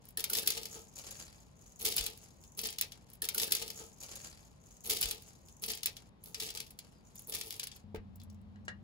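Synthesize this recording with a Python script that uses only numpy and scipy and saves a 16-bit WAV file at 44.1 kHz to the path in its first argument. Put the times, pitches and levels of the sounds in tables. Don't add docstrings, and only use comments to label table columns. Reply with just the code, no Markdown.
import sys
import numpy as np
from scipy import signal
from scipy.fft import rfft, irfft, next_fast_len
from scipy.io import wavfile
from scipy.ndimage import uniform_filter1d

SR = 44100
rng = np.random.default_rng(int(sys.argv[2]) if len(sys.argv) > 2 else 0)


def wav_record(signal):
    frames = np.transpose(np.atleast_2d(signal))
    bounded = np.clip(frames, -1, 1)
    quanta = np.round(bounded * 32767).astype(np.int16)
    wavfile.write(sys.argv[1], SR, quanta)


N = 389403
AGAIN_S, CUT_S = 3.047, 7.84

# (frequency [Hz], level [dB])
WALL = [(300, -19.5), (1400, -13), (2400, -2), (4300, 3), (6000, 1.5), (8000, -3), (9500, -3),
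        (11000, -43.5)]
# (frequency [Hz], level [dB], time to decay by 60 dB [s])
AIR = [(450, 0, .05), (560, -8, .03), (710, -4, .03), (870, -2.5, .043), (1250, -6, .04)]


def rice():
    # (time [s], knock level [dB], fizz level [dB], time to peak [ms])
    tick_table = [(.054, -64.5, -47.5, .6), (0.0853, -64.5, -49.5, 1.4), (.105, -66, -55, 1),
                  (0.1726, -38.5, -29.5, 1.3), (0.1927, -36.5, -40, 1.9), (0.205, -37.5, -33, .9),
                  (0.2406, -32.5, -29.5, 1.3), (0.298, -41, -33, 1.9), (0.3319, -31.5, -29, 2),
                  (.3504, -31.5, -35, 1.6), (.369, -33.5, -33, 1.8), (.384, -31.5, -36, 1.4),
                  (.3946, -43, -29.5, .6), (.4606, -39, -51, 1.1), (.474, -27, -21.5, 1.4),
                  (0.5034, -30.5, -27.5, 1.2), (.5198, -36.5, -38, .9), (0.5726, -40, -46, 3),
                  (.6316, -40, -40.5, .8), (.654, -42, -44.5, 1.6), (.985, -52, -51, 1.5),
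                  (1.110, -53.5, -47, .9), (1.7927, -65, -49, 3.4), (1.817, -40.5, -36.5, .4),
                  (1.827, -52, -33, .7), (1.848, -35, -34, 3.5), (1.859, -33, -32, 2),
                  (1.8863, -38.5, -28.5, .7), (1.9217, -36.5, -40, 1.5), (1.9606, -39.5, -43, .7),
                  (1.965, -36.5, -23, .8), (1.971, -33, -34, .7), (1.9769, -34.5, -37.5, 4.5),
                  (2.0089, -33, -38, 1), (2.037, -43.5, -42.5, 2), (2.063, -35, -31.5, 1.4),
                  (2.099, -52, -49, 1), (2.1746, -55, -47.5, 1), (2.4377, -54, -58, .8),
                  (2.573, -58, -46, 1.9), (2.5897, -36.5, -40, 1.8), (2.6152, -53, -32, .8),
                  (2.6373, -40, -40.5, 1.6), (2.6521, -37, -44, 2.9), (2.6684, -48.5, -34.5, 1.2),
                  (2.6874, -34, -54, .8), (2.701, -50.5, -43.5, 2.4), (2.7268, -41, -43.5, .7),
                  (2.7839, -38.5, -39.5, 1.9), (2.8117, -31, -25, 1), (2.8218, -30, -55, 1.1),
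                  (2.9206, -43, -48.5, 1.1), (6.238, -59, -43.5, 1), (6.259, -50, -44, .7),
                  (6.3441, -38, -47, 2), (6.3983, -38, -43, 3), (6.43, -43, -47, 2.4),
                  (6.464, -33, -39, .5), (6.4866, -42.5, -59, 1.6), (6.5026, -38.5, -43.5, 1.6),
                  (6.5725, -38.5, -44.5, 1.2), (6.6, -40, -42, 2), (6.665, -54.5, -59, 1.5),
                  (6.7048, -59, -52, 2), (6.789, -42.5, -42.5, .9), (7.1551, -57, -49, 1.5),
                  (7.1924, -58, -45, 1.3), (7.2209, -60, -48.5, .6), (7.272, -67, -43.5, .9),
                  (7.2968, -50, -41, 1), (7.3385, -38.5, -45.5, 1.3), (7.3515, -39, -38.5, 1.3),
                  (7.3664, -39, -49, .7), (7.4117, -34.5, -38.5, 1), (7.477, -50, -48.5, 1),
                  (7.5058, -38.5, -38.5, 1), (7.5234, -45.5, -47.5, 1.6), (7.5403, -43, -50.5, 1),
                  (7.596, -34.5, -37.5, 1.4), (7.631, -37, -42.5, .8), (7.6372, -39.5, -37, .9),
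                  (7.67, -38.5, -39, 1.1), (7.715, -45.5, -65, 1.4), (7.7625, -56, -45.5, .7)]
    # (start [s], patter level [dB], fizz level [dB], jug air level [dB], time to fade by 20 dB [s])
    shower_table = [(.17, -54, -54.5, -54, 0.32), (.3, -52.5, -49.5, -56, 0.22),
                    (.35, -44, -42, -49, 0.1385), (.405, -52, -52, -62, .15), (.462, -42, -41.5, -50, .1),
                    (.5, -42, -49.5, -61, 0.1475), (.56, -51, -51.5, -53, 0.1724),
                    (.74, -56.5, -60, -55, 0.094), (1.79, -50, -50, -55, .15), (1.828, -50, -50, -47, .08),
                    (1.845, -37, -39, -48, .16), (1.955, -40.5, -45, -51, .15),
                    (2.025, -43.5, -52, -58, .1), (2.06, -58, -58, -54, .05), (2.568, -52, -45, -54, .1),
                    (2.625, -42, -52, -53, 0.12), (2.81, -50.5, -53.5, -59, 0.084),
                    (6.255, -62, -54.5, -58.5, .07), (6.36, -57.5, -59, -61, 0.0455),
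                    (6.405, -42, -46, -53, .14), (6.535, -47, -49.5, -55, 0.1259),
                    (7.275, -58.5, -47, -57, .08), (7.315, -43, -43, -53, 0.1575),
                    (7.42, -53.5, -49, -58, 0.118), (7.49, -55.5, -53.5, -60.5, 0.1854)]
    # (time [s], level [dB], nominal frequency [Hz])
    plink_table = [(.174, -39.5, 1577), (0.298, -42, 1498), (0.436, -46, 1523)]
    # (frequency [Hz], level [dB])
    fizz_spectrum = [(7000, -36), (8500, -13), (10500, -1.5), (12500, -2), (14500, -5.5), (15600, -4),
                     (16400, -45)]

    patter = grains(per_s=500, spread_db=4.0, ms=.59)
    knock, fizz, air_drive = (swells(shower_table, column=k, rise_s=0.01342) * patter for k in range(1, 4))
    for s, knock_db, fizz_db, ms in tick_table:
        hit = burst(ms)
        add(knock, s, amp(knock_db) * hit)
        add(fizz, s, amp(fizz_db) * hit)

    modes = ring(AIR, spread=.01)
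    unit_modes = modes / np.linalg.norm(modes[0])
    notes = signal.oaconvolve(air_drive, unit_modes, axes=1)[:, :N]
    for s, db, hz in plink_table:
        add(notes, s, amp(db) * ring([(hz, 0, .04)], spread=0.0594))
    return colour(knock, WALL) + colour(fizz, fizz_spectrum) + notes


def mesh():
    # (start [s], wire level [dB], scrape level [dB], time to fade by 20 dB [s])
    stroke_table = [(0, -69, -65, 0.12), (.68, -52, -56.5, 0.21), (.92, -52.5, -55.5, 0.4236),
                    (1.02, -56, -56, .2), (1.07, -52.5, -51, 0.2114), (1.15, -56.5, -55.5, 0.27),
                    (1.55, -65, -73.5, 1.32), (1.63, -62, -72, .12), (1.72, -64, -80, 0.46),
                    (2.16, -60, -62, .2), (2.26, -64, -70, .15), (2.4, -60.5, -81, 0.26),
                    (2.88, -72, -68, 0.3727), (6.2, -67, -83.5, 0.53), (6.79, -72.5, -66, 0.2544),
                    (7.03, -68, -74, .3), (7.13, -59, -68, 0.22), (7.705, -64, -57, .06)]
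    # (frequency [Hz], level [dB])
    wire_spectrum = [(4000, -37), (5800, -10.5), (6400, -5.5), (6850, -2), (7400, -11), (8500, -15.5),
                     (15600, -22.5), (16200, -50)]
    # (frequency [Hz], level [dB])
    scrape_spectrum = [(200, -1), (900, -3), (1600, -7.5), (3500, -5.5), (4900, -0.5), (5600, -5),
                       (10500, -6), (13000, -15), (15600, -24), (16200, -40)]
    # (start [s], end [s], first frequency [Hz], last frequency [Hz], level [dB])
    squeak = (6.895, 7.025, 5480, 4500, -78)
    rise_s = 0.0482

    wires = colour(grains(per_s=400, spread_db=6.0, ms=0.977), wire_spectrum)
    out = swells(stroke_table, column=1, rise_s=rise_s) * wires
    scrape = colour(grains(per_s=400, spread_db=5.0, ms=0.85), scrape_spectrum)
    out = out + swells(stroke_table, column=2, rise_s=rise_s) * scrape

    start, end, from_hz, to_hz, db = squeak
    hz = np.linspace(from_hz, to_hz, round((end - start) * SR))
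    waver = 1 + .3 * evened(uniform_filter1d(rng.standard_normal(len(hz)), size=300))
    tone = np.sin(2 * np.pi * np.cumsum(hz) / SR)
    fade = signal.windows.tukey(len(hz))
    add(out, start, amp(db) * waver * tone * fade * [[1], [1]])
    return out


def tray():
    # (time [s], level [dB], centre frequency [Hz], time to peak before limits [ms])
    snap_table = [(7.946, -53, 2500, 1.57), (7.955, -54, 1884, 3.2), (8.157, -53, 14060, 1.55),
                  (8.198, -62.5, 4460, 2.35), (8.216, -53.5, 3930, 0.7), (8.235, -45.5, 11700, 0.317),
                  (8.299, -56, 5730, 1.02), (8.328, -66, 14000, 0.86), (8.345, -66, 7000, 1),
                  (8.415, -68, 11000, .5), (8.65, -66, 6500, 3)]
    # (time [s], level [dB])
    knock_table = [(8.558, -55), (8.681, -30), (8.689, -39)]
    # (frequency [Hz], level [dB], time to decay by 60 dB [s])
    tray_modes = [(1720, 0, .022), (1901.4, -8, .06), (2852, -9, .03), (4010, -11, .03)]
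    # (time [s], level [dB])
    jug_knock = (7.945, -34.5)
    # (time [s], level [dB], frequency [Hz])
    thud_table = [(1.99, -43.5, 53.2), (2.052, -57, 54.3), (7.955, -48.5, 45.6)]
    clack_db = -15
    lead = 441

    out = np.zeros((2, N))
    for s, db, hz, ms in snap_table:
        snap = np.pad(burst(ms), ((0, 0), (lead, 0)))
        spectrum = [(hz / 5, -22), (hz, 0), (hz * 1.88, -10), (hz * 5, -18)]
        add(out, s - lead / SR, amp(db) * colour(snap, spectrum))
    for s, db in knock_table:
        add(out, s, amp(db) * struck(tray_modes, ms=.2))
        add(out, s, amp(db + clack_db) * colour(burst(ms=1.1), WALL))
    s, db = jug_knock
    add(out, s, amp(db) * struck(AIR, ms=1.2))
    for s, db, hz in thud_table:
        t = np.arange(round(2.2 * SR / hz)) / SR
        push = np.sin(2 * np.pi * hz * t) * np.hanning(len(t))
        add(out, s, amp(db) * push * [[1], [0]])
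    return out


def kitchen(x):
    # (frequency [Hz], time to decay by 60 dB [s])
    decay_table = [(300, 0.2054), (2500, 0.1676), (8000, 0.07), (16000, 0.041)]
    hz, t, z = signal.stft(rng.standard_normal((2, SR // 3)), SR, nperseg=128)
    f, t60 = np.transpose(decay_table)
    decay = amp(-60 * t / np.interp(hz, f, t60)[:, None])
    tail = signal.istft(z * decay, SR, nperseg=128)[1]
    tail = np.pad(tail / np.linalg.norm(tail[0]), ((0, 0), (150, 0)))
    return signal.oaconvolve(x, tail, axes=1)[:, :N]


def background():
    # (centre frequency [Hz], width at half amplitude [Hz], level [dB])
    drone_table = [(90.6, 18, -55), (206, 30, -56)]
    # (frequency [Hz], level [dB])
    room_spectrum = [(25, -28), (45, 1), (100, -0.5), (200, -2), (330, -13), (1000, -17), (1500, -27),
                     (4000, -32.5), (8000, -46.5), (12000, -48), (16000, -70)]
    room_db = -60.5

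    n = next_fast_len(N, True)
    after = np.arange(N) >= CUT_S * SR
    hz = np.fft.rfftfreq(n, 1 / SR)
    drone = 0
    for f, width, db in drone_table:
        resonance = 1 / (1 + ((hz - f) / width * 2) ** 2)
        noise = irfft(rfft(rng.standard_normal((2, n))) * resonance, n)
        band = signal.hilbert(noise)[:, :N]
        steadier = (band / abs(band) ** .7).real
        drone = drone + amp(db) * evened(steadier)
    room = amp(room_db) * colour(rng.standard_normal((2, N)), room_spectrum)
    return room + after * drone


def grains(per_s, spread_db, ms, count=20):
    size = amp(spread_db * np.minimum(rng.exponential(1, N), 3)) * (rng.random(N) < per_s / SR)
    kind = rng.integers(0, count, N)
    total = 0
    for k in range(count):
        hits = (size * (kind == k))[None]
        total = total + signal.oaconvolve(hits, burst(ms), axes=1)[:, :N]
    return evened(total)


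def burst(ms, bounce=0.4676, lumpy_db=4.0):
    u = np.arange(1500) / SR * 1000 / np.clip(ms, .2, 6)
    shape = u * np.exp(1 - u)
    lumps = amp(lumpy_db * evened(uniform_filter1d(rng.standard_normal(1500), size=16)))
    echo = bounce * np.pad(shape, (110, 0))[:1500]
    return rng.standard_normal((2, 1500)) * evened(lumps) * (shape + echo)


def ring(modes, spread=0):
    t = np.arange(8000) / SR
    out = np.zeros((2, len(t)))
    for hz, db, t60 in modes:
        detune = 1 + spread * rng.standard_normal((2, 1))
        out += amp(db - 60 * t / t60) * np.sin(2 * np.pi * hz * detune * t)
    return out


def struck(modes, ms):
    push = np.hanning(round(ms * SR / 1000) + 3)
    return signal.oaconvolve(ring(modes, spread=.012), push[None] / push.sum(), axes=1)


def swells(rows, column, rise_s):
    t = np.arange(0, N / SR, .001)
    rows = np.array(rows)
    start, db, fade_s = rows[:, :1], rows[:, [column]], rows[:, -1:]
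    age = np.maximum(t - start, 0)
    fade_db = 20 * np.maximum(age - rise_s, 0) / fade_s
    gain = np.minimum(age / rise_s, 1) * amp(db - fade_db)
    return np.interp(np.arange(N) / SR, t, np.linalg.norm(gain, axis=0) * (t < CUT_S))


def colour(x, points):
    n = next_fast_len(x.shape[-1], True)
    hz = np.fft.rfftfreq(n, 1 / SR)
    f, db = np.transpose(points)
    response = evened(amp(np.interp(np.log(hz + 1), np.log(f), db)))
    return irfft(rfft(x, n) * response, n)[..., :x.shape[-1]]


def amp(db):
    return 10 ** (np.asarray(db) / 20)


def evened(x):
    return x / np.sqrt(np.mean(x ** 2) + 1e-20)


def add(mix, s, sound):
    part = mix[:, round(s * SR):][:, :sound.shape[1]]
    part += sound[:, :part.shape[1]]


def scene():
    near = rice() + mesh() + tray()
    out = near + amp(-6.5) * kitchen(near) + background()
    n = round(AGAIN_S * SR)
    return np.concatenate([out[:, :n], out[:, :n], out[:, 2 * n:]], axis=1)


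def record(dry):
    # (frequency [Hz], likeness [0-1], phase lead of the right [rad],
    # left over right [dB])
    port_table = [(29.97, 1, 0, 0.3), (251, 0.41, 0.78, 3), (1092, 0.14, -2.5, 2), (2300, 0.18, -3.5, 4),
                  (4120, 0.38, -5, 3.5), (6203, 0.28, -9, 3.5), (6470, 0.25, -7, 3), (9714, 1, -2, 0.5),
                  (17390, 1, 9, -1.5)]
    edge_hz = 16900
    n = next_fast_len(N, True)
    hz = np.fft.rfftfreq(n, 1 / SR)
    f, *columns = np.transpose(port_table)
    same, turn, db = (np.interp(hz, f, c) for c in columns)
    same = np.clip(same, 0, 1)
    left, other = rfft(dry, n)
    right = (same * left + np.sqrt(1 - same ** 2) * other) * np.exp(1j * turn)
    pair = irfft(np.array([left * amp(db / 2), right * amp(-db / 2)]), n)[:, :N]
    low_pass = signal.firwin(511, edge_hz, window=("kaiser", 9), fs=SR)
    return signal.oaconvolve(pair, low_pass[None], "same")


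dry = scene()
out = record(dry)
wav_record(out)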